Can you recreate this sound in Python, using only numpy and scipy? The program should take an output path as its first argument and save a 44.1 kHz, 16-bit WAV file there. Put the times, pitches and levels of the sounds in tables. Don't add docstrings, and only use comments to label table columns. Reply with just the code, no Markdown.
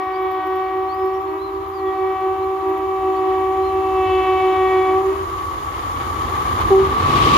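import sys
import numpy as np
from scipy import signal
from scipy.fft import rfft, irfft, next_fast_len
from scipy.io import wavfile
from scipy.ndimage import uniform_filter1d

SR = 44100
rng = np.random.default_rng(int(sys.argv[2]) if len(sys.argv) > 2 else 0)


def log_audio(samples):
    frames = np.atleast_2d(samples).T
    limited = np.clip(frames, -1, 1)
    pcm = np.round(limited * 32767).astype(np.int16)
    wavfile.write(sys.argv[1], SR, pcm)


N = 325017
TIME = np.arange(N) / SR
FREQS = np.maximum(np.fft.rfftfreq(N, 1 / SR), 1)

SPEED_M_PER_S, PASS_S = 31.1, 7.33
HORN_DISTANCE_M, BLAST_END_S, BLARE_END_S = 80.6, 5.16, 5.06
OPEN_HZ, SAG_RANGE_HZ = 377, 9
# [t/s, f/Hz]
HORN_PITCH = [(0.0, 377.2), (0.6, 377.2), (0.93, 379.7), (1.08, 379.2), (1.33, 385.5), (1.6, 386.6),
              (1.73, 386.1), (1.86, 381.7), (2.22, 379.6), (2.48, 382.0), (2.88, 382.4), (3.03, 380.3),
              (3.3, 378.8), (3.55, 380.5), (3.82, 381.5), (4.07, 377.1), (4.9, 377.1), (5.12, 386.4)]
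# [f/Hz, side-to-mid level/dB]
FIELD_WIDTH = [(60, -12), (150, -19.5), (330, -9), (650, -6), (950, 0.5), (1150, 7), (1500, -2.5),
               (2500, -2), (15000, 0)]


def from_db(db):
    return 10 ** (np.asarray(db) / 20)


def rms_one(x):
    return x / np.sqrt(np.mean(x ** 2) + 1e-20)


def in_time(rows):
    s, *columns = np.transpose(rows)
    return [np.interp(TIME, s, column) for column in columns]


def at_hz(points, hz):
    table_hz, values = np.array(points)[:, 0], np.array(points)[:, 1]
    return np.interp(np.log(hz), np.log(table_hz), values)


def bumps_db(rows):
    return sum(db * np.exp(-((TIME - s) / half_s) ** 2) for s, half_s, db in rows)


def drift(rate_hz):
    r = np.exp(-200 * np.pi * rate_hz / SR)
    steps = rng.standard_normal(N // 100 + 1002)
    slow = signal.lfilter([1], [1, -2 * r, r * r], steps)[1000:]
    return np.interp(np.arange(N) / 100, np.arange(len(slow)), rms_one(slow))


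def pan(db):
    return from_db(np.array([[db], [-db]]) / 2)


def late(x, delay_s):
    return np.interp(TIME - delay_s, TIME, x)


def gate(start_s, end_s, rise_s, fall_s):
    return np.clip((TIME - start_s) / rise_s, 0, 1) * np.clip((end_s - TIME) / fall_s, 0, 1)


def note(start_s, attack_s, hold_s, t60_s):
    age = np.maximum(TIME - start_s, 0)
    return (1 - np.exp(-age / attack_s)) * from_db(-60 * np.maximum(age - hold_s, 0) / t60_s)


def field(gain):
    size = next_fast_len(N)
    hz = np.maximum(np.fft.rfftfreq(size, 1 / SR), 1)
    mid, side = rfft(rng.standard_normal((2, size))) * np.interp(hz, FREQS, gain)
    mid = irfft(mid, size)[:N]
    side = irfft(side * from_db(at_hz(FIELD_WIDTH, hz)), size)[:N]
    return np.array([mid + side, mid - side]) / np.std(mid)


def noise(spectrum):
    ends = np.minimum(FREQS / spectrum[0][0], 1) * np.minimum(spectrum[-1][0] / FREQS, 1)
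    return field(from_db(at_hz(spectrum, FREQS)) * ends * ends)


def ahead_m():
    return SPEED_M_PER_S * np.maximum(PASS_S - TIME, 0)


def nearing(level_db, reach_m, falloff, loss_db_per_m=0):
    spreading = np.hypot(1, ahead_m() / reach_m) ** -falloff
    return from_db(level_db - loss_db_per_m * ahead_m()) * spreading


def horn_distance():
    return np.maximum(ahead_m(), 1) / HORN_DISTANCE_M


def sag():
    return np.maximum(in_time(HORN_PITCH)[0] - OPEN_HZ, 0) / SAG_RANGE_HZ


def partial(phase, order, lead=0.33):
    angle = ((order * phase + rng.uniform(0, 2 * np.pi)) % (2 * np.pi)).astype(np.float32)
    return np.sqrt(2) * np.cos(angle + np.float32([[lead], [-lead]]) / 2)


def blare_partials():
    upper_levels = [-5.5, 0, -0.5, -4.5, -7, -14, -21, -20.5, -23.5, -27.5, -24.5, -30.5]
    return list(enumerate(upper_levels, 4))


def horn(jitter=0.00038):
    pitch, = in_time(HORN_PITCH)
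    phase = 2 * np.pi * np.cumsum(pitch * (1 + jitter * drift(38))) / SR
    return horn_fundamental(phase) + horn_core(phase) + horn_brass(phase)


def horn_fundamental(phase, level_db=-17.5, sag_loss_db=4.0, falloff=0.88, echo_db=-12.0,
                     linger_s=0.11, release_s=.13):
    beat_per_s, beat_rise_per_s2, first_beat_s = 2.98, .74, .073
    # [t/s, half length/s, level/dB]
    fades = [(0.058, 0.028, -13), (0.425, .03, -13), (0.921, .03, -9), (1.054, 0.045, 5), (1.72, 0.072, -5),
             (2.08, .05, 3), (2.18, 0.029, -18), (3.294, 0.035, 3)]
    beats = beat_per_s * (TIME - first_beat_s) + beat_rise_per_s2 * (TIME ** 2 - first_beat_s ** 2) / 2
    with_echo = 1 - from_db(echo_db) * np.exp(-2j * np.pi * beats)
    gain = from_db(level_db - sag_loss_db * sag() ** 2 + bumps_db(fades)) * horn_distance() ** -falloff
    blowing = gate(-1, BLAST_END_S + linger_s, .1, release_s)
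    return gain * np.abs(with_echo) * blowing * partial(phase + np.angle(with_echo), order=1)


def horn_core(phase, second_db=-20.5, third_db=-24.0, sag_loss_db=11.5, sag_power=2.12, falloff=0.61,
              flutter_db=0.64, waver_db=0.82, release_s=0.3):
    gain = from_db(-sag_loss_db * sag() ** sag_power) * horn_distance() ** -falloff
    gain = gain * gate(-1, BLAST_END_S + 0.11, .1, release_s)
    second = from_db(second_db + waver_db * drift(9.8)) * partial(phase, order=2)
    third = from_db(third_db + flutter_db * drift(37)) * partial(phase, order=3)
    return gain * (second + third)


def horn_brass(phase, level_db=-36.5, sag_loss_db=20.0, sag_power=0.78, falloff=.5, twinkle_db=2.86,
               dip_hz=2820, dip_width_hz=400, release_s=0.094):
    # [t/s, depth/dB]
    ground_dip = [(0, 12.5), (1.1, 8.5), (2.1, 6.5), (3.3, 4.5), (4.05, -5.5), (4.4, -2), (4.9, 6.5)]
    # [t/s, half length/s, level/dB]
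    blare_swells = [(.25, .2, 1), (1.0, 0.21, -2.5), (2.02, .19, 5.5), (3.35, .28, -3.5), (4.15, .15, 1.5)]
    gain = from_db(level_db - sag_loss_db * sag() ** sag_power) * horn_distance() ** -falloff
    gain = gain * gate(-1, BLARE_END_S, .1, release_s)
    dip_db, = in_time(ground_dip)
    out = 0
    for multiple, db in blare_partials():
        cancelled_db = dip_db * np.exp(-((multiple * OPEN_HZ - dip_hz) / dip_width_hz) ** 2)
        twinkle = twinkle_db * drift(2.5)
        out = out + from_db(db - cancelled_db + twinkle) * partial(phase, order=multiple)
    return gain * from_db(bumps_db(blare_swells)) * out


def horn_echoes(first_db=-19.0, second_db=-12.0, third_db=-4.0, brass_db=-31.5, scatter_db=-29.5,
                core_sag_db=4.0, brass_sag_db=9.0, falloff=0.52, brass_falloff=0.58, linger_s=0.22,
                fade_db=3.5, wander=0.003, count=12):
    # [Doppler ratio, delay/s, level/dB, left-right difference/dB, overtone level/dB]
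    strong = [(.843, .22, -18.5, -1, 2), (.981, 0.046, -19, -11, -4.5), (.99, 0.137, -19, 2.5, -4)]
    weak = np.column_stack([np.linspace(.85, .975, count), rng.uniform(.05, .35, count),
                            np.full(count, scatter_db), rng.normal(0, 2.8, count), np.zeros(count)])
    pitch, = in_time(HORN_PITCH)
    carried = from_db(first_db) * horn_distance() ** -falloff
    blowing = gate(-1, BLAST_END_S, .1, 0.13)
    first_strength = carried * gate(-1, BLAST_END_S + linger_s, .1, 0.39)
    core_strength = carried * from_db(-core_sag_db * sag()) * blowing
    brass_strength = from_db(brass_db - brass_sag_db * sag()) * horn_distance() ** -brass_falloff * blowing
    groups = [([(0.98, 0)], first_strength),
              ([(2, second_db), (3, third_db)], core_strength),
              (blare_partials(), brass_strength)]
    turn = np.linspace(0, 2 * np.pi, 4096, endpoint=False)
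    out = np.zeros((2, N))
    for ratio, delay_s, db, side_db, overtones_db in np.vstack([strong, weak]):
        cycles = np.cumsum(ratio * late(pitch, delay_s) * (1 + wander * drift(9.63))) / SR
        place = (cycles * len(turn)).astype(int) % len(turn)
        level = from_db(db + fade_db * drift(4.0))
        for partials, strength in groups:
            multiples, partial_db = np.transpose(partials)[:, :, None]
            spread = np.minimum(from_db(at_hz(FIELD_WIDTH, multiples * OPEN_HZ)), 1)
            offsets = rng.uniform(0, 2 * np.pi, multiples.shape)
            offsets = offsets + spread * rng.standard_normal((2,) + multiples.shape)
            gains = from_db(partial_db + overtones_db * (multiples > 1))
            wave = np.sqrt(2) * np.sum(gains * np.cos(np.round(multiples) * turn + offsets), axis=1)
            out += np.take(wave * pan(side_db), place, axis=1) * (late(strength, delay_s) * level)
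    return out


def scattered_blare(level_db=-42.0, sag_loss_db=19.0, falloff=1.13, delay_s=.05, release_s=0.61):
    # [f/Hz, relative level/dB per Hz]
    haze = [(1700, -14), (2200, -4), (2550, -7.5), (2950, 1), (3400, -3), (4200, -14), (5500, -25)]
    gain = from_db(level_db - sag_loss_db * sag()) * horn_distance() ** -falloff
    gain = gain * gate(-1, BLARE_END_S, .1, release_s)
    return late(gain, delay_s) * noise(haze)


def toot(first_db=-7.5, second_db=-18.0, attack_s=0.0089, hold_s=0.1, t60_s=0.34, second_hold_s=0.035,
         second_t60_s=0.31, scoop_hz=22, settle_s=0.0084):
    settled_hz, start_s = 385, 6.703
    pitch = settled_hz + scoop_hz * np.exp(-np.maximum(TIME - start_s, 0) / settle_s)
    phase = 2 * np.pi * np.cumsum(pitch) / SR
    first = from_db(first_db) * note(start_s, attack_s, hold_s, t60_s) * partial(phase, order=1)
    second_gain = from_db(second_db) * note(start_s, attack_s, second_hold_s, second_t60_s)
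    return first + second_gain * partial(phase, order=2)


def wheels(tone_db=6.0, blur_db=-3.0, tone_rise_db_per_s=9.5, blur_rise_db_per_s=0.23, flutter_db=2.0,
           left_lead=2.08):
    # [t/s, level/dB]
    ringing = [(5.3, -33), (5.75, -35.5), (6.35, -30.5), (6.55, -27.5), (6.95, -23.5), (7.12, -22.5),
               (7.21, -18), (7.29, -20), (7.35, -15.5)]
    # [f/Hz, pitch wander/Hz, relative level/dB]
    modes = [(1030, 1.8, -15.5), (1091, 1.5, -10.5), (1134, 5, 1), (1186, 3.77, -3.5)]
    # [f/Hz, relative level/dB per Hz]
    far_wheels = [(700, -27), (820, -13), (930, -10.5), (1050, -4), (1150, -0.5), (1260, -8), (1400, -22)]
    ring_db, = in_time(ringing)
    early_s = np.maximum(ringing[0][0] - TIME, 0)
    tones = np.zeros((2, N))
    for hz, wander_hz, db in modes:
        phase = 2 * np.pi * np.cumsum(hz + wander_hz * drift(25.9)) / SR
        half_lead = (left_lead + .5 * drift(6)) / 2
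        tones += from_db(db + flutter_db * drift(13)) * np.cos([phase + half_lead, phase - half_lead])
    blur = from_db(ring_db + blur_db - blur_rise_db_per_s * early_s) * noise(far_wheels)
    return blur + from_db(ring_db + tone_db - tone_rise_db_per_s * early_s) * tones


def train(surge_db=0.4, rattle_db=1.5, hiss_db=-62):
    # [f/Hz, relative level/dB per Hz]
    ground, drumming, roar = [(20, -23), (40, -17), (53, 1.5), (66, -2.5), (86, 4), (115, -8), (150, -21),
                              (220, -36.5), (400, -61)], [(90, -3), (125, 2.5), (165, -5.5), (200, -9), (255, -2.5),
                                              (320, -10.5)], [(90, -24), (150, -13.5), (200, -11.5),
                                                              (270, -1.5), (330, 7), (450, 0.5), (600, -7),
                                                              (900, -9.5), (1500, -34)]
    steel, wheel_rush = [(90, -3), (140, 1), (200, -5.5), (300, 2.5), (620, -2.5), (780, 9), (1000, 6),
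                         (1280, 9), (1420, 0.5), (2250, -1.5), (2600, -10), (3000, -4.5), (4000, -10.5),
                         (7000, -25.5)], [(70, -9), (140, 5), (200, 6.5), (270, 10), (450, -9),
                                          (1200, -13.5), (2000, -2.5), (2900, 0), (3900, -3.5), (5500, -11),
                                          (8000, -19.5), (12000, -24.5), (15500, -36.5)]
    rail_hiss, treble_hiss = [(2500, -16.5), (4500, 3), (6100, 0), (6800, 8), (7800, -9), (9000, -2.5),
                              (9600, 1.5), (10500, -2), (13000, -1.5), (14600, -4.5), (15700, -15.5)], [(8500, -24.5), (11000, -7), (12700, 1.5), (14500, -1),
                                            (15700, -12.5)]
    # [t/s, half length/s, level/dB]
    rumble_swells = [(1.6, .06, 4), (4.0, .28, 3)]
    surge = from_db(bumps_db(rumble_swells) + surge_db * drift(2.6))
    out = nearing(-23.5, reach_m=15.3, falloff=1.05) * surge * noise(ground)
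    out += nearing(-21.5, reach_m=13.2, falloff=1.0, loss_db_per_m=0.28) * noise(drumming)
    out += nearing(-22.0, reach_m=6.24, falloff=0.87) * noise(roar)
    out += nearing(-22.5, reach_m=14.1, falloff=1.026) * from_db(rattle_db * drift(25)) * noise(steel)
    rush_gain = nearing(-19.0, reach_m=5, falloff=.55, loss_db_per_m=1.0)
    out += rush_gain * from_db(rattle_db * drift(30)) * noise(wheel_rush)
    hiss_gain = nearing(-40.5, reach_m=25, falloff=0.38, loss_db_per_m=0.08)
    out += hiss_gain * from_db(.5 * drift(20)) * noise(rail_hiss)
    return out + from_db(hiss_db) * noise(treble_hiss)


def birds(level_db=0., waver=0.009, echo_db=-17.5, count=5):
    # [t/s, length/s, start f/Hz, middle f/Hz, end f/Hz, level/dB]
    whistles = [(0.125, 0.06, 4500, 4680, 5050, -47), (.62, 0.095, 4400, 4540, 4770, -55),
                (0.875, 0.085, 4150, 4450, 4930, -44), (0.926, 0.21, 4850, 5130, 5300, -55),
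                (1.122, 0.068, 5300, 5520, 5860, -53), (1.26, .06, 4170, 4300, 4100, -55),
                (1.375, 0.14, 3680, 4100, 3760, -46), (1.53, 0.058, 4400, 4420, 4370, -57),
                (1.725, 0.105, 4850, 4600, 3730, -48), (1.85, 0.068, 3520, 3350, 3300, -47),
                (1.968, .05, 4270, 4400, 4650, -55), (2.42, 0.031, 3860, 4100, 4200, -48),
                (2.605, 0.026, 3860, 4070, 4330, -51.5), (3.145, 0.059, 4300, 4530, 5000, -50),
                (3.609, 0.11, 3860, 4140, 3850, -45.5)]
    out = np.zeros(N)
    wobble = 1 + waver * drift(150)
    for s, length_s, start_hz, middle_hz, end_hz, db in whistles:
        u = np.linspace(0, 1, int(length_s * SR))
        span = slice(int(s * SR), int(s * SR) + len(u))
        arc = np.polyfit([0, .5, 1], [start_hz, middle_hz, end_hz], 2)
        pitch = np.polyval(arc, u) * wobble[span]
        whistle = np.sin(np.pi * u) * np.sin(2 * np.pi * np.cumsum(pitch) / SR)
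        out[span] += from_db(db + level_db) * whistle
    echoes = sum(late(out, delay_s) for delay_s in rng.uniform(0.0064, 0.19, count))
    return (out + from_db(echo_db) * echoes) * pan(2.5)


def insect(level_db=-6.5, rise_s=0.0043, grain_db=3.0):
    # [t/s, peak level/dB]
    strokes = [(.212, -46), (.31, -46.5), (.45, -48.5), (.468, -49), (0.552, -50), (.94, -50),
               (1.05, -50.5), (1.205, -50.5), (1.30, -55), (1.68, -47.5), (2.44, -55), (2.68, -49.5),
               (2.775, -51.5)]
    # [f/Hz, relative level/dB per Hz]
    rasp_colour = [(6500, -20.5), (9000, -17), (11000, -6), (12200, -0.5), (13800, 11.5), (15500, -13.5)]
    envelope = np.zeros(N)
    for s, db in strokes:
        age = np.maximum(TIME - s, 0) / rise_s
        envelope += from_db(db + level_db) * 2 * age / (1 + age * age)
    return envelope * from_db(grain_db * drift(200)) * noise(rasp_colour)


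def scene():
    return horn() + horn_echoes() + scattered_blare() + toot() + wheels() + train() + birds() + insect()


def gain_control(x, threshold_db=-14.5, slope=0.52, attack_s=0.035, release_db_per_s=8.5):
    power = np.abs(uniform_filter1d(np.mean(x * x, axis=0), size=SR // 100))
    level_db = 10 * np.log10(power + 1e-12)
    recovery = release_db_per_s * TIME
    wanted_db = slope * np.maximum(level_db - threshold_db, 0)
    cut_db = np.maximum.accumulate(wanted_db + recovery) - recovery
    r = np.exp(-1 / (attack_s * SR))
    return x * from_db(-signal.lfilter([1 - r], [1, -r], cut_db))


def record(dry):
    # [f/Hz, level/dB]
    right_colour = [(60, 1.8), (400, 0.65), (1100, -1.5), (3800, -2), (5000, -17.5), (6200, -20),
                    (7600, -38), (9200, -35), (11000, -11), (12800, -2), (15000, -9.5)]
    size = next_fast_len(N + SR // 10)
    hz = np.maximum(np.fft.rfftfreq(size, 1 / SR), 1)
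    right = irfft(rfft(dry[1], size) * from_db(at_hz(right_colour, hz)), size)[:N]
    both = gain_control(np.array([dry[0], right]))
    rounded = both / (1 + (both * both / .85) ** 4) ** (1 / 8)
    top_cut = signal.ellip(12, .1, 80, 15750, fs=SR, output="sos")
    return signal.sosfilt(top_cut, rounded)


dry = scene()
out = record(dry)
log_audio(out)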